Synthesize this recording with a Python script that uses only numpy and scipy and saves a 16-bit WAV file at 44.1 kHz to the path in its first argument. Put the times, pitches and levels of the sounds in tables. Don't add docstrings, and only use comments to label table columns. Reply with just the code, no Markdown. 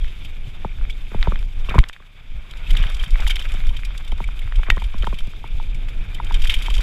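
import sys
import numpy as np
from scipy import signal
from scipy.fft import rfft, irfft, next_fast_len
from scipy.io import wavfile
from scipy.ndimage import uniform_filter1d, map_coordinates

SR = 44100
rng = np.random.default_rng(int(sys.argv[2]) if len(sys.argv) > 2 else 0)


def invert_db(level):
    return 10 ** (np.asarray(level, dtype=float) / 20)


def log_audio(samples):
    frames = np.atleast_2d(samples).T
    limited = np.clip(frames, -1, 1)
    pcm = np.round(limited * 32767).astype(np.int16)
    wavfile.write(sys.argv[1], SR, pcm)


N = 300762

# t/s, load/dB, looseness/dB, skid/dB, hollowness/dB
GROUND = [(0.0, -47.5, 1, -8, 0.5), (0.4, -49.5, 0, 1, 5), (1.1, -48.5, 0.5, -1.5, 1),
          (1.28, -43.5, -1, 7.5, 4), (1.44, -53.5, 4.5, 0, 2), (1.79, -45, 1, 6.5, 0),
          (1.94, -57.5, 3, 5, -6), (2.25, -54.5, 1, 2.5, -1), (2.64, -47, 0, 6, 2.5),
          (2.79, -38.5, -1, -2.5, 6.5), (2.89, -43.5, 0, 5, -5), (3.28, -43, 1, 0.5, 0),
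          (4.1, -48.5, 0, 2.5, 1.5), (5.07, -46.5, 2, 3.5, -2.5), (5.35, -48.5, 0, -4, 4),
          (6.15, -48, -0.5, 5.5, 5), (6.54, -38, -2, -1.5, 1.5), (6.82, -43, 3.5, -1, 4)]
MIDDLE_LOAD_DB = -47
GRIT_UNDER_DB, SCRAPE_UNDER_DB = 14.5, 8.5

# t/s, peak level/dB, length/s
BUMPS = [(0.017, -16, 0.15), (0.46, -24.5, 0.2), (0.687, -25, 0.049), (0.86, -20, 0.17),
         (1.201, -11.5, 0.051), (1.367, -17, 0.19), (1.648, -17, 0.17), (2.354, -21.5, 0.11),
         (2.728, -6.5, 0.048), (2.826, -9, 0.078), (2.941, -14.5, 0.044), (3.022, -13, 0.025),
         (2.613, -35, 0.021), (3.14, -7.5, 0.035), (3.263, -10.5, 0.12), (3.507, -15, 0.082),
         (3.689, -11.5, 0.11), (3.893, -21, 0.09), (4.149, -11, 0.078), (4.27, -18.5, 0.046),
         (4.467, -23.5, 0.24), (4.581, -9.5, 0.048), (4.73, -8.5, 0.067), (4.863, -15.5, 0.039),
         (4.978, -8.5, 0.026), (5.017, -9.5, 0.033), (5.108, -17.5, 0.09), (5.237, -14.5, 0.06),
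         (5.558, -15.5, 0.078), (5.73, -18.5, 0.22), (5.991, -13, 0.053), (6.37, -11.5, 0.074),
         (6.436, -10, 0.04), (6.496, -11.5, 0.042), (6.278, -17.5, 0.06), (6.58, -8, 0.027),
         (6.773, -9.5, 0.15)]
# f/Hz, density/dB
SWAY_SPECTRUM = [(4.7, -19), (11, 1), (23, 5.5), (32, 0), (46, -7.5), (86, -29.5), (110, -45), (140, -50),
                 (240, -120)]
# f/Hz, density/dB
DRUM_SPECTRUM = [(41, -37), (70, -1.5), (303, -25), (900, -35.5), (1170, -52), (1980, -120)]
CALM_DB, CALM_DB_PER_LOAD_DB = -23.5, 2
DRUM_DB, DRUM_DB_PER_LOAD_DB, DRUM_DB_PER_BUMP_DB = -48.5, 0.59, 0.24

# f/Hz, density/dB
HISS_SPECTRUM = [(880, -13), (1500, -6.5), (1950, -8.5), (2250, 2), (2470, 2.5), (2840, -3.5), (3080, -2.5),
                 (3640, 0), (4070, -21), (4410, -19.5), (4790, -17.5), (6000, -28), (7800, -58),
                 (13200, -120)]
# f/Hz, density/dB
GRIT_SPECTRUM = [(2350, -28), (4000, 1.5), (4380, -4), (5990, -7.5), (7640, -6), (9060, -14), (9870, -11),
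                 (13300, -11.5), (14500, -16), (15600, -11.5)]
# f/Hz, density/dB
SCRAPE_SPECTRUM = [(210, -52), (350, -6.5), (676, -3.5), (773, -2.5), (848, -4), (1480, 0.5), (1900, -3.5),
                   (2470, -1), (4180, -120)]
# middle t/s, length/s, extra scrape level/dB
SKIDS = [(1.147, 0.054, 11), (1.705, 0.055, 7.5), (1.754, 0.064, 10.5), (2.783, 0.075, 6.5),
         (3.062, 0.042, 8.5), (3.224, 0.05, 9.5), (3.286, 0.053, 11), (4, 0.039, 8), (4.68, 0.038, 14),
         (5.04, .05, 4), (5.21, 0.013, 6), (6.45, 0.035, 4.5)]

# t/s, peak level/dB, f/Hz
PINGS = [(0.013, -27.5, 3300), (0.0383, -31, 3110), (0.0787, -42, 2330), (0.2568, -29, 3150),
         (0.441, -36, 3030), (0.692, -33, 2300), (0.8979, -22, 2270), (0.903, -25, 3370),
         (0.9265, -32, 3590), (1.2111, -29, 2270), (1.2805, -37, 2170), (1.3907, -30, 2330),
         (1.688, -20, 2720), (1.702, -25, 2300), (1.711, -20, 2270), (1.723, -28, 2520), (2.665, -25, 2600),
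         (2.7305, -31, 2500), (2.82, -23, 2920), (2.899, -28, 3160), (2.9304, -30, 2180),
         (2.995, -20, 3170), (3.0189, -33, 3010), (3.1057, -38, 2530), (3.1286, -39, 2200),
         (3.1436, -23, 2260), (3.2, -23, 2220), (3.2766, -21, 3100), (3.2938, -18, 2350),
         (3.297, -18, 3280), (3.341, -30, 2300), (3.392, -26, 3060), (3.421, -25, 3130),
         (3.492, -26.5, 2500), (3.558, -27, 3070), (3.6914, -26.5, 3600), (3.7435, -27, 2420),
         (3.8505, -24, 2440), (4.076, -31, 3600), (4.1174, -30, 2280), (4.2401, -24, 2300),
         (4.4192, -27.5, 2150), (4.445, -35, 2200), (4.8188, -32, 2330), (4.8406, -43.5, 3180),
         (4.9224, -36, 2320), (5.2701, -34, 2370), (5.474, -45, 3610), (5.61, -30, 2330),
         (5.6357, -33, 2330), (5.7295, -31, 2390), (5.7465, -29, 2300), (6.0373, -34.5, 2570),
         (6.1145, -31, 2390), (6.1476, -29, 3560), (6.1846, -27.5, 2000), (6.3197, -28, 3400),
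         (6.3726, -27, 2330), (6.6674, -19.5, 3140), (6.7483, -21, 3420)]
PING_DB, PING_T60_S, PING_RISE_S, PING_CHATTER_DB = -2, 0.031, 0.0019, 4

# t/s, peak level/dB, f/Hz
TICKS = [(0.045, -25, 2020), (1.228, -10, 2080), (1.3212, -16, 1420), (1.358, -21, 2040),
         (1.7027, -24, 1960), (1.749, -22.5, 2330), (1.7891, -5, 2200), (1.8393, -14.5, 2080),
         (1.897, -19, 1900), (1.964, -28.5, 1780), (2.7523, -17, 2070), (2.839, -13.5, 1910),
         (3.037, -17.5, 1830), (3.1571, -16, 2080), (3.1972, -27, 2340), (3.223, -19.5, 1640),
         (3.267, -11.5, 2110), (3.3008, -18.5, 1760), (3.3676, -14, 2330), (3.454, -18.5, 2550),
         (3.8342, -20, 2260), (4.2886, -22.5, 1430), (4.523, -19.5, 1900), (4.633, -17.5, 1630),
         (4.703, 2.5, 2010), (4.7792, -18, 1950), (5.0435, -16.5, 1720), (5.069, -24, 1300),
         (5.3356, -29.5, 1370), (6.455, -17, 1900), (2.8774, -25, 2080), (0.786, -33, 1710),
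         (3.7926, -27, 1600), (4.184, -32, 1500), (5.208, -28.5, 1470), (6.806, -21.5, 1600),
         (2.768, -20.5, 2930), (3.873, -39, 2100), (4.009, -30, 1640), (6.319, -24, 1520),
         (6.768, -27, 1400), (1.843, -26, 1700)]
# t/s, f/Hz
STRAYS = [(0.8122, 1510), (0.852, 2310), (0.898, 2370), (1.117, 1330), (1.259, 1340), (1.428, 1630),
          (2.024, 1700), (2.5372, 2280), (2.7087, 2330), (3.415, 2000), (3.5704, 1570), (3.604, 2300),
          (3.6391, 2300), (3.669, 2230), (3.906, 1550), (3.951, 2220), (4.476, 1390), (4.5557, 2330),
          (4.6668, 2000), (5.886, 2170), (6.3454, 2330), (6.54, 2330), (6.6137, 2340)]
STRAY_DB, STRAY_DB_PER_LOAD_DB = -27, 0.7

# t/s, links level/dB, stay level/dB
TOUCHES = [(0.078, -44, -24.5), (0.247, -30, -23), (1.209, -33, -25.5), (1.3886, -28.5, -32),
           (1.645, -42, -25.5), (1.7449, -30, -45), (2.509, -29, -42), (2.571, -30, -35), (2.967, -30, -26),
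           (3.1055, -24.5, -36), (3.691, -33, -22.5), (3.848, -27, -21), (4.0465, -33, -26),
           (4.077, -28.5, -25.5), (4.117, -32, -22.5), (4.1769, -33, -48), (4.2395, -33, -28.5),
           (4.5565, -28.5, -23), (4.762, -32, -25), (4.797, -34, -27), (4.819, -32, -27.5),
           (4.839, -28, -25.5), (4.98, -27, -29), (5.0667, -29.5, -20.5), (5.1422, -32, -21),
           (5.7443, -27.5, -40), (5.885, -30.5, -34), (6.2445, -29, -35)]
# t/s, peak level/dB
SLAPS = [(0.8986, -23.5), (1.692, -23.5), (1.7853, -16), (1.8846, -24), (2.7057, -22), (2.7681, -17.5),
         (2.8973, -24.5), (2.9432, -24), (3.0278, -25), (3.2021, -25), (3.275, -15), (3.3036, -15),
         (3.3564, -19), (3.394, -24), (3.4865, -28), (3.5176, -26), (3.5379, -27.5), (3.7663, -28),
         (3.9764, -27), (4.3907, -29.5), (4.7004, -21.5), (5.186, -27), (6.1448, -25), (6.341, -19.5),
         (6.418, -20), (6.4455, -19.5), (6.4956, -18), (6.5196, -23), (6.539, -15.5), (2.73, -27),
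         (2.751, -31), (2.829, -26), (2.918, -27), (2.995, -29), (3.039, -25), (3.076, -32), (3.128, -38),
         (3.267, -20.5), (3.2975, -17.5), (3.421, -29), (3.667, -30), (4.276, -35), (4.418, -34),
         (5.047, -29), (5.203, -33), (5.27, -33), (5.474, -32.5), (5.626, -34), (6.322, -27), (6.4705, -19),
         (6.586, -24), (6.715, -33), (6.763, -25.5), (6.748, -26), (6.63, -37), (6.438, -26),
         (6.808, -23.5)]
# t/s, peak level/dB
BLOWS = [(0.8999, -27), (1.2283, -29), (1.356, -26), (1.693, -13.5), (1.787, -15), (1.929, -22),
         (2.672, -22), (2.704, -16), (2.7664, -15.5), (2.826, -16), (2.867, -18), (3.038, -18.5),
         (3.268, -18), (3.3055, -8.5), (3.356, -13.5), (6.518, -22), (6.564, -19), (2.785, -29),
         (3.06, -23), (3.518, -22.5), (3.766, -15.5), (4.631, -19), (4.7, -10.5), (5.023, -17),
         (5.187, -20), (6.148, -23), (6.2676, -20.5), (6.342, -12), (6.419, -15.5), (6.439, -16),
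         (6.47, -13), (6.4956, -3.5), (6.539, -8)]
WASHBOARD_S, RIPPLE_S, RIPPLES = 6.62, 0.0398, 5
WASHBOARD_LINKS_DB, WASHBOARD_STAY_DB = -22.5, -17
# f/Hz, width/Hz, level/dB
LINK_MODES = [(4720, 280, 2), (5590, 220, 5), (6630, 380, -2.5), (7200, 77, 2.5), (7700, 160, -1.5),
              (8820, 320, -7), (9890, 320, 1), (11870, 120, -6), (13100, 49, -15)]
# f/Hz, density/dB
LINK_FIZZ_SPECTRUM = [(2240, 6.5), (3800, 7.5), (4180, -7), (5570, -10), (6050, -6), (10100, -13.5),
                      (13700, -17), (15600, -37)]
# f/Hz, width/Hz, level/dB
STAY_MODES = [(2330, 346, -9.5), (3140, 119, -4.5), (3640, 126, -9.5)]
STRIKE_DB, STRIKE_DB_PER_DB = 3, 1.3
STRIKE_T60_S, STRIKE_RISE_S = 0.02, 0.0022
RATTLE_DB = 1.7

# middle t/s, peak level/dB, f/Hz
THUDS = [(0.263, -40, 91), (0.373, -40, 90), (0.477, -26, 101), (0.791, -27.5, 84.5), (1.284, -21, 146),
         (1.404, -30, 91), (2.351, -28, 80), (2.689, -29, 117), (2.758, -29, 110), (2.803, -23.5, 127),
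         (2.861, -25, 121), (3.075, -28.5, 138), (3.248, -31, 122), (3.594, -28, 120), (3.786, -28.5, 89),
         (4.456, -24, 82.5), (4.582, -24.5, 84.4), (4.943, -32.5, 91), (5.014, -28.5, 100),
         (5.278, -27.5, 95), (5.751, -27, 105), (5.861, -27, 101), (5.926, -37, 100), (6.341, -41, 101),
         (6.421, -29, 90), (6.486, -33, 95), (4.95, -32.5, 190), (5.28, -41, 200), (1.278, -21, 200)]
THUD_CYCLES, THUD_OVERTONE_RATIO, THUD_OVERTONE_DB = 2.42, 1.62, -18.5

# t/s, peak level/dB, f/Hz, hollow part/dB
KNOCKS = [(0.647, -17.5, 874, -10), (1.145, -25.5, 880, -1), (1.272, -16.5, 930, -6),
          (1.32, -25.5, 1140, -5), (1.687, -24.5, 1100, -8.5), (1.708, -22, 1280, -12),
          (1.742, -15.5, 945, -14), (1.7816, -8.5, 1044, -20), (3.541, -40.5, 810, 4),
          (4.122, -29, 870, -6.5), (4.203, -22, 920, -9.5), (4.684, -26.5, 1120, -4), (4.77, -23, 1060, -9),
          (4.82, -25.5, 914, -16), (4.942, -29.5, 1030, -8), (5.032, -28.5, 1290, -5.5),
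          (5.071, -14, 936, -17), (5.127, -27, 1050, -5), (5.441, -26, 910, -13), (5.599, -26, 906, -22),
          (6.2, -17.5, 940, -25), (6.309, -20.5, 930, -21), (6.683, -20.5, 930, -16),
          (6.707, -31, 1130, -12), (6.79, -32.5, 1030, -5), (1.7494, -17.5, 1000, -20),
          (1.7536, -22, 1100, 1.5), (1.717, -27, 790, -18), (1.833, -29, 1110, -18),
          (2.001, -40, 1130, -12), (3.275, -28, 880, -30), (3.709, -36, 950, -19), (3.197, -31.5, 860, -7),
          (4.72, -30, 950, -8), (4.593, -33, 900, -8.5), (1.116, -35, 925, -4), (2.883, -53, 900, 9.5),
          (3.309, -26, 1530, -24), (5.272, -45.5, 1000, 2)]
# f/Hz, level/dB, t60/s, delay/s
PLATE_MODES = [(592, 1, 0.013, 0.0013), (371, -0.5, 0.014, 0.003), (188.6, 1, 0.04, 0.0044),
               (110, 2, 0.05, 0.00608)]

# t/s, peak level/dB, length/s, sign
LANDINGS = [
    (1.283, -8, .010, 1),
    (1.7575, -6, .008, 1),
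    (1.7838, 1, .0068, -1),
    (1.7895, 5, .015, 1),
    (4.708, -7, .018, -1),
]
CRACK_S, CRACK_DB, CRACK_T60_S = 1.788, -13, 0.0049
VENT_HZ = 6

# t/s, level/dB
STONE_HITS = [
    (4.7008, -4.5),
    (4.7027, -8),
]
# f/Hz, level/dB, t60/s
TUBE_MODES = [(1880, -16, 0.15), (2000, 8, 0.0037), (2300, -15, 0.085), (2830, 1, 0.015), (3600, -5, 0.012),
              (1250, 6.5, 0.0064), (2550, 2, 0.01), (4370, -5, 0.007), (6700, -13, 0.0062),
              (8300, -14, 0.0045), (11760, -19, 0.0055)]

INPUT_TOP, INPUT_KNEE = 0.96, 8
TOP_HZ, TOP_FALL_HZ = 15150, 130


def unit(x):
    return x / np.sqrt(np.mean(x ** 2) + 1e-20)


def along(points, hz):
    f, v = np.transpose(points)
    return np.interp(np.log(hz + 1), np.log(f + 1), v)


def curves(rows):
    s, *cols = np.transpose(rows)
    return [np.interp(np.arange(N) / SR, s, c) for c in cols]


def wobble(rate_hz):
    knots = rng.standard_normal(int(N * rate_hz / SR) + 4)
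    return map_coordinates(knots, [np.arange(N) * rate_hz / SR])


def filtered(x, response):
    m = next_fast_len(N + SR // 2)
    return irfft(rfft(x, m) * response(np.fft.rfftfreq(m, 1 / SR)), m)[:N]


def coloured(x, spectrum):
    return unit(filtered(x, lambda hz: invert_db(along(spectrum, hz))))


def resonances(modes):
    def response(f):
        total = 0
        for k, (centre, width, db) in enumerate(modes):
            damping = 1j * f * width
            total = total + (-1) ** k * invert_db(db) * damping / (centre ** 2 - f * f + damping)
        return total
    return response


def crunch(rate_hz, spread_db, share):
    size = invert_db(spread_db * np.minimum(rng.exponential(size=N), 2))
    size = size * (rng.random(N) < rate_hz / SR)
    grains = unit(size * np.sign(rng.standard_normal(N)))
    share = np.clip(share, 0, 1)
    return np.sqrt(share) * grains + np.sqrt(1 - share) * rng.standard_normal(N)


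def add(track, s, sound):
    part = track[round(s * SR):][:len(sound)]
    part += sound[:len(part)]


def ring(hz, t60_s, rise_s):
    t = np.arange(SR // 5) / SR
    return np.sin(2 * np.pi * hz * t) * invert_db(-60 * t / t60_s) * (1 - np.exp(-t / rise_s))


def bursts(events, t60_s, spread, rise_s):
    out = np.zeros(N)
    t = np.arange(SR // 8) / SR
    for (s, db), c in zip(events, rng.standard_normal(len(events))):
        this_t60_s = t60_s * np.exp(spread * c + 0.012 * (db + 29.0))
        add(out, s, invert_db(db - 60 * t / this_t60_s) * (1 - np.exp(-t / rise_s)))
    return out


def ground():
    load_db, loose_db, skid_db, _ = curves(GROUND)
    return load_db, load_db - GRIT_UNDER_DB + loose_db, load_db - SCRAPE_UNDER_DB + skid_db


def bumps():
    load_db, *_, hollow_db = curves(GROUND)
    t = np.arange(N) / SR
    load = load_db - MIDDLE_LOAD_DB
    calm = invert_db(CALM_DB + CALM_DB_PER_LOAD_DB * np.minimum(load, 0))
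    swell = sum(invert_db(db) * np.exp(-(2 * (t - s) / length) ** 2 * np.log(2)) for s, db, length in BUMPS)
    sway_db = 20 * np.log10(np.hypot(calm, swell))
    bump_db = sway_db - 20 * np.log10(calm)
    drum_db = DRUM_DB + hollow_db + DRUM_DB_PER_LOAD_DB * np.minimum(load, 2) + DRUM_DB_PER_BUMP_DB * bump_db
    return sway_db, drum_db


def shake():
    sway_db, drum_db = bumps()
    sway = coloured(rng.standard_normal(N), SWAY_SPECTRUM)
    power = uniform_filter1d(uniform_filter1d(sway ** 2, size=2000), size=2000)
    size = np.sqrt(np.abs(power))
    sway = unit(invert_db(1.2 * wobble(16)) * sway / (size + 0.3) ** 0.7)
    stroke = unit(uniform_filter1d(np.abs(np.gradient(sway)), size=200))
    lumps = invert_db(0.27 * wobble(12) + 1.2 * wobble(45) + 2.2 * stroke)
    drum = unit(lumps * coloured(crunch(140, spread_db=6.5, share=0.26), DRUM_SPECTRUM))
    return invert_db(sway_db) * sway + invert_db(drum_db + 4.0) * drum


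def tyres():
    hiss_db, grit_db, scrape_db = ground()
    loose = (grit_db + 63.0) / 16
    ripples_db = 0.55 * wobble(21.92) + (1.17 + 3.44 * np.clip(loose, 0, 1)) * wobble(60)

    hiss = coloured(crunch(260, spread_db=6, share=0.068 + 0.48 * loose), HISS_SPECTRUM)
    low = filtered(hiss, lambda hz: 1 / (1 + (hz / 2750) ** 12))
    hiss = invert_db(2.3 * wobble(70)) * low + invert_db(1.7 * wobble(70)) * (hiss - low)

    gravel = crunch(330, spread_db=15, share=0.41 * loose)
    chain_hum = unit(filtered(gravel, resonances(LINK_MODES)))
    grit = unit(coloured(gravel, GRIT_SPECTRUM) + 0.1 * chain_hum)

    scrape = coloured(crunch(250, spread_db=4.5, share=0.2), SCRAPE_SPECTRUM)
    t = np.arange(N) / SR
    slide_db = sum(db * np.exp(-(2 * (t - s) / length) ** 4) for s, length, db in SKIDS)

    out = invert_db(hiss_db + ripples_db) * hiss
    out += invert_db(grit_db + 0.5 + ripples_db + 2.2 * wobble(40)) * grit
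    return out + invert_db(scrape_db + slide_db + 1.4 * ripples_db + 1.8 * wobble(35)) * scrape


def pings():
    out = np.zeros(N)
    for s, db, hz in PINGS:
        add(out, s, invert_db(db + PING_DB) * ring(hz, PING_T60_S, PING_RISE_S))
    return out * invert_db(PING_CHATTER_DB * wobble(500))


def strays():
    s, load_db = np.transpose(GROUND)[:2]
    out = []
    for at, hz in STRAYS:
        load = np.interp(at, s, load_db) - MIDDLE_LOAD_DB
        out.append((at, STRAY_DB + STRAY_DB_PER_LOAD_DB * load, hz))
    return out


def ticks():
    out = np.zeros(N)
    events = TICKS + strays()
    chances = np.clip(rng.standard_normal((len(events), 3)), -1.5, 1.5)
    for (s, db, hz), (up, up_db, down_db) in zip(events, chances):
        above_hz = min(hz * (1.67 + 0.36 * up), 3700)
        above = invert_db(-11.5 - 0.12 * db + 4.5 * up_db) * ring(above_hz, 0.0044, 0.0003)
        below = invert_db(-9.5 - 0.059 * (db + 33.0) + 3.2 * down_db) * ring(hz * 0.64, 0.0031, 0.00014)
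        add(out, s, invert_db(db + 7.0) * (ring(hz, 0.0049, 0.00075) + above - below))
    return out


def contacts():
    washboard = [(WASHBOARD_S + k * RIPPLE_S, WASHBOARD_LINKS_DB, WASHBOARD_STAY_DB) for k in range(RIPPLES)]
    both = TOUCHES + washboard
    return SLAPS + [(s, db) for s, db, _ in both], BLOWS + [(s, db) for s, _, db in both]


def jingle(modes, rate_hz):
    out = np.zeros(N)
    for hz, width_hz, db in modes:
        at, size = rng.random((2, round(rate_hz * N / SR)))
        taps = np.bincount((at * N).astype(int), invert_db(db + 4.7 * size), N)
        b, a = signal.iirpeak(hz, hz / (1.4 * width_hz), SR)
        out += signal.lfilter(b, a, signal.lfilter(b, a, taps))
    return unit(out)


def chain():
    hiss_db, grit_db, _ = ground()
    slaps, blows = contacts()

    links = unit(filtered(crunch(580, spread_db=12.0, share=0.23), resonances(LINK_MODES)))
    fizz = coloured(crunch(700, spread_db=-2.5, share=0.62), LINK_FIZZ_SPECTRUM)
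    noise = invert_db(-13.5) * links + invert_db(-2) * fizz
    rattle = np.zeros(N)
    for centre_hz in (3160, 4800, 7720, 12080):
        band = filtered(noise, lambda hz: np.exp(-(np.log(hz / centre_hz + 1e-3) / 0.2) ** 2))
        rattle += invert_db(1.7 * wobble(35)) * band
    rattle *= bursts(slaps, 0.03, 0.11, 0.0031) * invert_db(4.0 + RATTLE_DB * wobble(150))

    chatter = bursts(blows, 0.037, 0.31, 0.00082) * invert_db(-5.5) * rng.standard_normal(N)
    stay = invert_db(17.0) * filtered(chatter, resonances(STAY_MODES))
    for (s, db), c in zip(blows, rng.standard_normal(len(blows))):
        strike_hz = STAY_MODES[1][0] * (1 + 0.006 * c)
        add(stay, s, invert_db(STRIKE_DB_PER_DB * db + STRIKE_DB) * ring(strike_hz, STRIKE_T60_S, STRIKE_RISE_S))

    small = invert_db(1.43 * (hiss_db + 42.0) - 50.0) * jingle(STAY_MODES, 55)
    small += invert_db(1.7 * (grit_db + 61.5) - 68.5) * jingle(LINK_MODES, 35)
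    return rattle + stay + small


def thuds():
    out = np.zeros(N)
    for s, db, hz in THUDS:
        t = np.arange(round(THUD_CYCLES / hz * SR)) / SR
        body = np.sin(2 * np.pi * hz * t)
        body += invert_db(THUD_OVERTONE_DB) * np.sin(2 * np.pi * THUD_OVERTONE_RATIO * hz * t)
        add(out, s - t[-1] / 2, invert_db(db) * np.hanning(len(t)) * body)
    return out


def mount():
    out = np.zeros(N)
    chances = rng.standard_normal((len(KNOCKS), len(PLATE_MODES)))
    for (s, db, hz, hollow_db), chance in zip(KNOCKS, chances):
        click = ring(hz, 0.016, 0.002)
        click -= invert_db(-8.5) * ring(1.42 * hz, 0.011, 0.0017)
        click += invert_db(-15.0) * ring(2.17 * hz, 0.0048, 0.00046)
        add(out, s, invert_db(db + 8.5) * click)
        for (plate_hz, level_db, t60_s, delay_s), c in zip(PLATE_MODES, chance):
            answer = ring(plate_hz * (1 + 0.05 * c), t60_s, 0.0011)
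            add(out, s + delay_s, -invert_db(db + hollow_db + level_db + 10.5) * answer)
    return out


def landings():
    out = np.zeros(N)
    for s, db, length_s, sign in LANDINGS:
        add(out, s, np.sign(sign) * invert_db(db) * np.hanning(round(length_s * SR)) ** 0.65)
    t = np.arange(SR // 20) / SR
    snap = uniform_filter1d(rng.standard_normal(len(t)), size=3)
    add(out, CRACK_S, invert_db(CRACK_DB - 60 * t / CRACK_T60_S) * snap)
    return filtered(out, lambda f: -f * f / (VENT_HZ ** 2 - f * f + 1j * f * VENT_HZ * 2.2))


def stone():
    out = np.zeros(N)
    for s, db in STONE_HITS:
        for k, (hz, level_db, t60_s) in enumerate(TUBE_MODES):
            add(out, s, (-1) ** k * invert_db(db + level_db) * ring(hz, t60_s, 0.0014))
    return out


def scene():
    rolling = shake() + tyres()
    contact = pings() + ticks() + chain() + thuds() + mount()
    return (rolling + contact + landings() + stone())[None]


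def roll_off(x):
    return signal.sosfilt(signal.butter(12, 15800, fs=SR, output="sos"), x)


def record(dry):
    held = dry[0] / (1 + np.abs(dry[0] / INPUT_TOP) ** INPUT_KNEE) ** (1 / INPUT_KNEE)
    held = filtered(held, lambda hz: invert_db(-np.clip(6 * (hz - TOP_HZ) / TOP_FALL_HZ, 0, 70)))
    return roll_off(held[None])


dry = scene()
out = record(dry)
log_audio(out)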